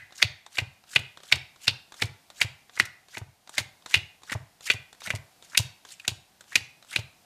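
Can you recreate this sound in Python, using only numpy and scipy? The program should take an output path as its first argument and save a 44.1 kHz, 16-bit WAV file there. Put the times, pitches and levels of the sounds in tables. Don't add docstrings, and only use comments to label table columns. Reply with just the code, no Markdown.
import sys
import numpy as np
from scipy import signal
from scipy.fft import rfft, irfft, next_fast_len
from scipy.io import wavfile
from scipy.ndimage import uniform_filter1d, map_coordinates

SR = 44100
rng = np.random.default_rng(int(sys.argv[2]) if len(sys.argv) > 2 else 0)


def wav_record(signal):
    frames = np.transpose(np.atleast_2d(signal))
    bounded = np.clip(frames, -1, 1)
    quanta = np.round(bounded * 32767).astype(np.int16)
    wavfile.write(sys.argv[1], SR, quanta)


def voltage_ratio(level):
    return 10 ** (np.asarray(level, float) / 20)


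N = 319725
LEAD = SR // 4

# time_s, nominal_pocket_hz, pocket_peak_db, upper_peak_db, crackle_peak_db
CARD_SNAPS = [(-0.1, 2001, -2, -18.5, -33.5), (0.2255, 2407, -3, -3, -17.5), (0.5825, 2332, -9, -14.5, -21),
              (0.9592, 2568, -5, -15, -19), (1.3225, 2230, -2.3, -6, -18), (1.6782, 2696, -4, -5, -19.5),
              (2.0205, 2280, -15, -14, -23), (2.4131, 2237, -8, -12.5, -16.5),
              (2.7975, 2020, -1.3, -12.5, -16.5), (3.1695, 2060, -26, -32.5, -36),
              (3.5801, 2182, -10, -14, -13), (3.9405, 2420, -4.3, -12, -16.5),
              (4.3175, 1850, -18, -25.5, -27), (4.6999, 2400, -5.3, -18.5, -19.5),
              (5.1027, 2263, -12, -27.5, -22), (5.5734, 2580, -8, -8.5, -6),
              (6.0777, 2586, -14, -12.5, -11), (6.5547, 2400, -3.3, -10.5, -11.5),
              (6.9594, 2500, -8, -14, -18.5)]
# time_s, pocket_peak_db, crackle_peak_db
EDGE_BRUSHES = [(0.219, -16, -30), (0.5695, -25, -38), (0.598, -34, -32), (0.99, -40, -35),
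                (1.3148, -22, -34), (1.355, -31, -28), (1.6699, -22, -32), (1.7064, -31, -38),
                (2.0175, -24, -22), (2.032, -30, -30), (2.055, -46, -36), (2.424, -28, -24),
                (2.7743, -37, -50), (2.8523, -37, -34), (3.1434, -36, -40), (3.1792, -47, -32),
                (3.6, -38, -32), (3.953, -30, -27), (4.2963, -30, -41), (4.3057, -35, -46),
                (4.3274, -21, -30), (4.3356, -46, -30), (4.672, -28, -33), (4.6908, -32, -37),
                (4.7137, -32, -24), (4.7341, -40, -29), (5.0035, -43, -41), (5.0718, -23, -48),
                (5.1494, -36, -26), (5.1567, -33, -30), (5.547, -24, -42), (5.9967, -33, -40),
                (6.0485, -39, -45), (6.0955, -41, -39), (6.9288, -33, -37), (6.9896, -35, -33)]
# centre_hz, width_hz, gain_db
PILE_MODES = [(1539, 100, -5), (2020, 200, -3.5), (2471, 72, -8.5), (2837, 150, 1.5), (3414, 190, -7),
              (3768, 110, -7.5), (4478, 120, -11.5)]
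# start_s, fastest_s, hiss_db, scrape_db, last_drag_db
CARD_SLIDES = [(0.15, 0.205, -45, -43, -34), (0.515, 0.556, -46, -56, -42), (0.875, 0.938, -42, -48, -33),
               (1.23, 1.295, -52, -51, -48), (1.6, 1.645, -44, -60, -45), (1.95, 2.004, -49, -40, -41),
               (2.35, 2.392, -49, -47, -37), (2.725, 2.775, -50, -40, -39), (3.095, 3.147, -51, -43.5, -50),
               (3.52, 3.553, -45, -43, -37), (3.88, 3.915, -40.5, -41, -39), (4.25, 4.297, -54, -37.5, -43),
               (4.62, 4.672, -38, -36, -50), (5.01, 5.068, -37, -33.5, -47), (5.43, 5.452, -55, -54, -70),
               (5.47, 5.549, -55, -32, -46), (5.865, 5.924, -46, -57, -85), (6.0, 6.05, -64, -47.5, -57),
               (6.48, 6.53, -50, -41, -48), (6.87, 6.934, -44, -37, -43)]
# freq_hz, relative_density_db
HISS_SPECTRUM = [(120, -50), (200, -29.5), (796, -24.5), (1700, -13), (1860, -27.5), (2080, -8),
                 (2840, -2.5), (7400, -3.5), (14900, -19.5), (16400, -54)]
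# time_s, peak_db, brightness_db
FINGER_TICKS = [(0.107, -43.5, -21), (0.123, -38, -23), (0.463, -34.5, -18.5), (0.838, -43, -25.5),
                (0.906, -45, 5), (1.172, -32.5, -21), (1.202, -39, -24), (1.233, -35.5, -19),
                (1.56, -42.5, -20), (1.921, -34.5, -18.5), (1.941, -34.5, -15), (2.301, -34, -18),
                (2.695, -38.5, -26), (3.084, -40, -16), (3.474, -37, -21), (3.493, -30, -9),
                (3.822, -47, -22), (3.86, -29, -17), (4.219, -45, -16), (4.233, -36, -17),
                (4.607, -36.5, -15), (4.928, -37, -13.5), (4.948, -45, -14.5), (5.018, -31, -29.5),
                (5.424, -37, -17.5), (5.85, -35, -18), (6.408, -35.5, -11.5), (6.44, -46, -20),
                (6.825, -40.5, -21), (6.847, -41.5, -12)]
# freq_hz, relative_level_db
DECK_SPECTRUM = [(200, -6), (660, 1), (1500, 2), (2900, -8.5), (3700, 3.5), (4900, -8.5), (5600, -7)]
# time_s, boom_db, knock_peak_db
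TABLE_THUDS = [(-0.03, -38, -63), (0.244, -25, -48), (0.5832, -34, -30), (0.6153, -26.6, -38),
               (0.958, -30, -38), (0.964, -32, -33), (0.9884, -32, -37), (1.3216, -36, -45),
               (1.3362, -30, -34), (1.359, -33, -36), (1.6757, -30, -40), (1.707, -35, -55),
               (2.0181, -37, -25), (2.0373, -24, -38), (2.443, -27, -39), (2.8218, -37, -47),
               (3.212, -31.5, -40), (3.6016, -33, -38), (3.9612, -26.5, -39), (3.9732, -32.5, -41),
               (4.349, -24, -28), (4.7401, -32, -37), (5.072, -45, -34), (5.1352, -25.5, -33),
               (5.1551, -36, -41), (5.5937, -20.5, -30), (6.0791, -33, -40), (6.1127, -32.5, -44),
               (6.5659, -39, -38), (6.607, -41, -49), (6.9836, -28.5, -36)]
# delay_s, mean_level_re_boom_db
BOOM_RETURNS = [(0.0267, -23), (0.0434, -35), (0.0516, -14.5), (0.067, -18.5), (0.0729, -18.5),
                (0.0887, -27.0), (0.1013, -28)]
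# freq_hz, t60_s
ROOM_DECAY = [(300, 0.27), (800, 0.44), (2100, 0.44), (5500, 0.37), (12000, 0.25)]
# freq_hz, relative_density_db
AIR_SPECTRUM = [(18, -36), (30, -10), (166, -4.5), (241, -9), (531, -12.5), (748, -4), (831, -8.5),
                (1300, -15), (1740, -14.5), (5130, -14.5), (5700, -16.5), (14300, -21), (16400, -37.5)]
# time_s, rms_db
AIR_LEVEL = [(0, -63), (.4, -66), (1.4, -62.5), (2.6, -63), (3.4, -66), (3.7, -62.5), (4.4, -64),
             (5.4, -61), (6.1, -63.5), (7.25, -62)]


def unit(x):
    return x / np.sqrt(np.mean(x ** 2) + 1e-20)


def peaking(x, db):
    return voltage_ratio(db) * x / np.abs(x).max()


def along(points, hz):
    point_hz, value = np.transpose(points)
    return np.interp(np.log(hz + 1), np.log(point_hz + 1), value)


def filtered(x, response):
    size = next_fast_len(len(x) + 4096)
    return irfft(rfft(x, size) * response(np.fft.rfftfreq(size, 1 / SR)), size)[:len(x)]


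def lowpass(f, corner_hz):
    return 1 / (1 + 1j * f / corner_hz)


def peak(f, hz, width_hz):
    return 1j * f * width_hz / (hz * hz - f * f + 1j * f * width_hz)


def wobble(knots_per_s):
    knots = rng.standard_normal(int(N * knots_per_s / SR) + 4)
    return map_coordinates(knots, [np.arange(N) * knots_per_s / SR])


def add(track, time_s, sound):
    part = track[LEAD + int(time_s * SR):][:len(sound)]
    part += sound[:len(part)]


def room(sound):
    hz, t, z = signal.stft(rng.standard_normal(SR // 2), SR, nperseg=256)
    near_walls = 0.74 * (1 - np.exp(-(t / 0.0059) ** 2))
    far_wall = 0.33 / (1 + np.exp((.043 - t) / 0.003))
    decay = voltage_ratio(-60 * t / along(ROOM_DECAY, hz)[:, None])
    tail = signal.istft(z * (near_walls + far_wall) * decay, SR, nperseg=256)[1]
    return signal.fftconvolve(sound, tail / np.linalg.norm(tail))


def snap(pocket_hz, pocket_db, upper_db, crackle_db):
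    t = np.arange(SR // 8) / SR
    rise_s = np.clip(.0016 - .00002 * max(pocket_db, crackle_db), .0005, .006)
    u = t / rise_s
    flutter = voltage_ratio(3.48 * map_coordinates(rng.standard_normal(len(t)), [t * 700]))
    blow = flutter * u * np.exp(1 - u)
    settling = flutter * (1 - np.exp(-u)) * voltage_ratio(-8.5 - 60 * t / 0.099)
    push = (blow + settling) * rng.standard_normal((4, len(t)))
    push[0] += 0.25 * blow

    def modes(f):
        return 0.65 + sum(voltage_ratio(0.37 * db) * peak(f, hz, 1.6 * width) for hz, width, db in PILE_MODES)

    def pocket_colour(f):
        return modes(f) * (1j * f / (1j * f + .3 * pocket_hz)) ** 2

    swing = [filtered(p, lambda f: lowpass(f, 750) ** 2) for p in push[:2]]
    pitch_hz = pocket_hz * (1.08 - .2 * np.exp(-t / .003))
    phase = 2 * np.pi * np.cumsum(pitch_hz) / SR
    pocket = filtered(swing[0] * np.cos(phase) + swing[1] * np.sin(phase), pocket_colour)
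    upper = filtered(push[2], lambda f: modes(f) * peak(f, 4100, 2200) ** 2)
    crackle = filtered(push[3], lambda f: peak(f, 6200, 5600) ** 2)
    return peaking(pocket, pocket_db) + peaking(upper, upper_db) + peaking(crackle, crackle_db)


def cards():
    track = np.zeros(N + LEAD)
    contacts = list(CARD_SNAPS)
    for time_s, pocket_db, crackle_db in EDGE_BRUSHES:
        nearest = min(CARD_SNAPS, key=lambda row: abs(row[0] - time_s))
        upper_db = (pocket_db + crackle_db) / 2 - 3
        contacts.append((time_s, .94 * nearest[1], pocket_db, upper_db, crackle_db))
    for time_s, *colour in contacts:
        sound = snap(*colour)
        add(track, time_s, sound)
        add(track, time_s, voltage_ratio(-21) * room(sound))
    return track[LEAD:]


def table():
    track, t = np.zeros(N + LEAD), np.arange(SR // 12) / SR

    def wood(f):
        modes = peak(f, 190, 81) - voltage_ratio(1.0) * peak(f, 340, 140) + voltage_ratio(1.5) * peak(f, 790, 490)
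        return modes * lowpass(f, 1100)

    passed_on = [(row[0] - .002, -43, -26.5 + .25 * row[2]) for row in CARD_SNAPS if row[0] > 0]
    for time_s, boom_db, knock_db in [*TABLE_THUDS, *passed_on]:
        start_hz = 117.7 * (1 + .03 * rng.standard_normal())
        envelope = (t / .0098) ** 2 * np.exp(2 - 2 * t / .0098)
        swing = envelope * np.sin(2 * np.pi * start_hz * t * (1 - 3.08 * t))
        push = rng.standard_normal(len(t)) * (t * voltage_ratio(-60 * t / .025) + voltage_ratio(-72 - 60 * t / .12))
        knock = peaking(filtered(push, wood), knock_db)
        add(track, time_s, voltage_ratio(boom_db) * swing + knock)
        for delay_s, return_db in BOOM_RETURNS:
            level_db = boom_db + return_db + rng.normal(0, 1.5)
            add(track, time_s + delay_s, voltage_ratio(level_db) * swing)
        add(track, time_s, room(voltage_ratio(-13.5) * knock + voltage_ratio(boom_db - 21) * swing))
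    return track[LEAD:]


def strokes():
    still_db, creep_db, scrape_creep_db = -85, -61.5, -69
    drag_s, early_s, coast_s, fade_s = .006, .006, .05, .022
    t = np.arange(N) / SR
    hiss_db, scrape_db, closed = np.full(N, float(still_db)), np.full(N, float(still_db)), np.zeros(N)
    for start, fastest, hiss_top_db, scrape_top_db, drag_db in CARD_SLIDES:
        end = min([fastest + coast_s] + [row[0] - early_s for row in CARD_SNAPS if row[0] > fastest])
        slow_s = max(end - drag_s - fastest, .001)
        slowed = fastest + slow_s
        dragged = slowed + drag_s

        def shape(first_db, knee, knee_db, top_db, sag_db_per_s):
            times = [start - fade_s, start, knee, fastest, slowed, dragged, dragged + fade_s]
            levels = [still_db, first_db, knee_db, top_db, top_db - sag_db_per_s * slow_s, drag_db, still_db]
            return np.interp(t, times, levels)

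        knee_db = creep_db + .65 * (hiss_top_db - creep_db)
        hiss = shape(creep_db, (start + fastest) / 2, knee_db, hiss_top_db, 600)
        joins = start + .45 * (fastest - start)
        scrape = shape(scrape_creep_db, joins, scrape_creep_db, scrape_top_db, 350)
        hiss_db = np.maximum(hiss_db, hiss)
        scrape_db = np.maximum(scrape_db, scrape)
        stroke = slice(int(start * SR), int((end + fade_s) * SR))
        rubbed = voltage_ratio(scrape[stroke])
        closed[stroke] = np.cumsum(rubbed) / rubbed.sum()
    return hiss_db, scrape_db, closed


def slides():
    hiss_db, scrape_db, closed = strokes()
    z = signal.stft(rng.standard_normal(N), nperseg=256)[2]
    patches = uniform_filter1d(rng.standard_normal(z.shape), 6, 0)
    patches = unit(uniform_filter1d(patches, 8, 1))
    rough = signal.istft(z * voltage_ratio(2.5 * patches), nperseg=256)[1][:N]
    hiss = unit(filtered(rough, lambda f: voltage_ratio(along(HISS_SPECTRUM, f))))
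    phase = 2 * np.pi * np.cumsum(1500 + 950 * closed) / SR
    grain = voltage_ratio(5.5 * wobble(190))
    swing = [filtered(grain * rng.standard_normal(N), lambda f: lowpass(f, 390) ** 2) for _ in range(2)]
    scrape = unit(swing[0] * np.cos(phase) + swing[1] * np.sin(phase))
    return voltage_ratio(hiss_db + 3.1 * wobble(270)) * hiss + voltage_ratio(scrape_db) * scrape


def fingers():
    track, t = np.zeros(N + LEAD), np.arange(SR // 10) / SR
    envelope = (1 - np.exp(-(t / .0008) ** 2)) * (voltage_ratio(-60 * t / 0.014) + voltage_ratio(-15 - 60 * t / .08))
    for time_s, peak_db, bright_db in FINGER_TICKS:
        push = rng.standard_normal(len(t)) * envelope
        edge = [(7300, bright_db + 12), (11300, bright_db - 3.5), (15000, bright_db - 9)]
        colour = [*DECK_SPECTRUM, *edge]
        add(track, time_s, peaking(filtered(push, lambda f: voltage_ratio(along(colour, f))), peak_db))
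    return track[LEAD:]


def air():
    hush = unit(filtered(rng.standard_normal(N), lambda f: voltage_ratio(along(AIR_SPECTRUM, f))))
    return voltage_ratio(np.interp(np.arange(N) / SR, *np.transpose(AIR_LEVEL))) * hush


def scene():
    rub = slides() + fingers()
    rub_tail = voltage_ratio(-13.5) * room(rub)[:N]
    return (cards() + table() + rub + rub_tail + air())[None]


def band_limit(x):
    return signal.sosfilt(signal.butter(12, 16500, fs=SR, output="sos"), x)


def record(dry):
    treble = [(12000, 0), (14500, -1.5), (15300, -6.5), (15800, -24.5), (16500, -48.5), (16700, -90)]  # Hz, dB

    def microphone(f):
        return (1j * f / (1j * f + 30)) ** 1.5 * voltage_ratio(along(treble, f))

    heard = filtered(dry[0], microphone)
    mix = np.clip(heard, -1, 1)[None]
    return band_limit(mix)


dry = scene()
out = record(dry)
wav_record(out)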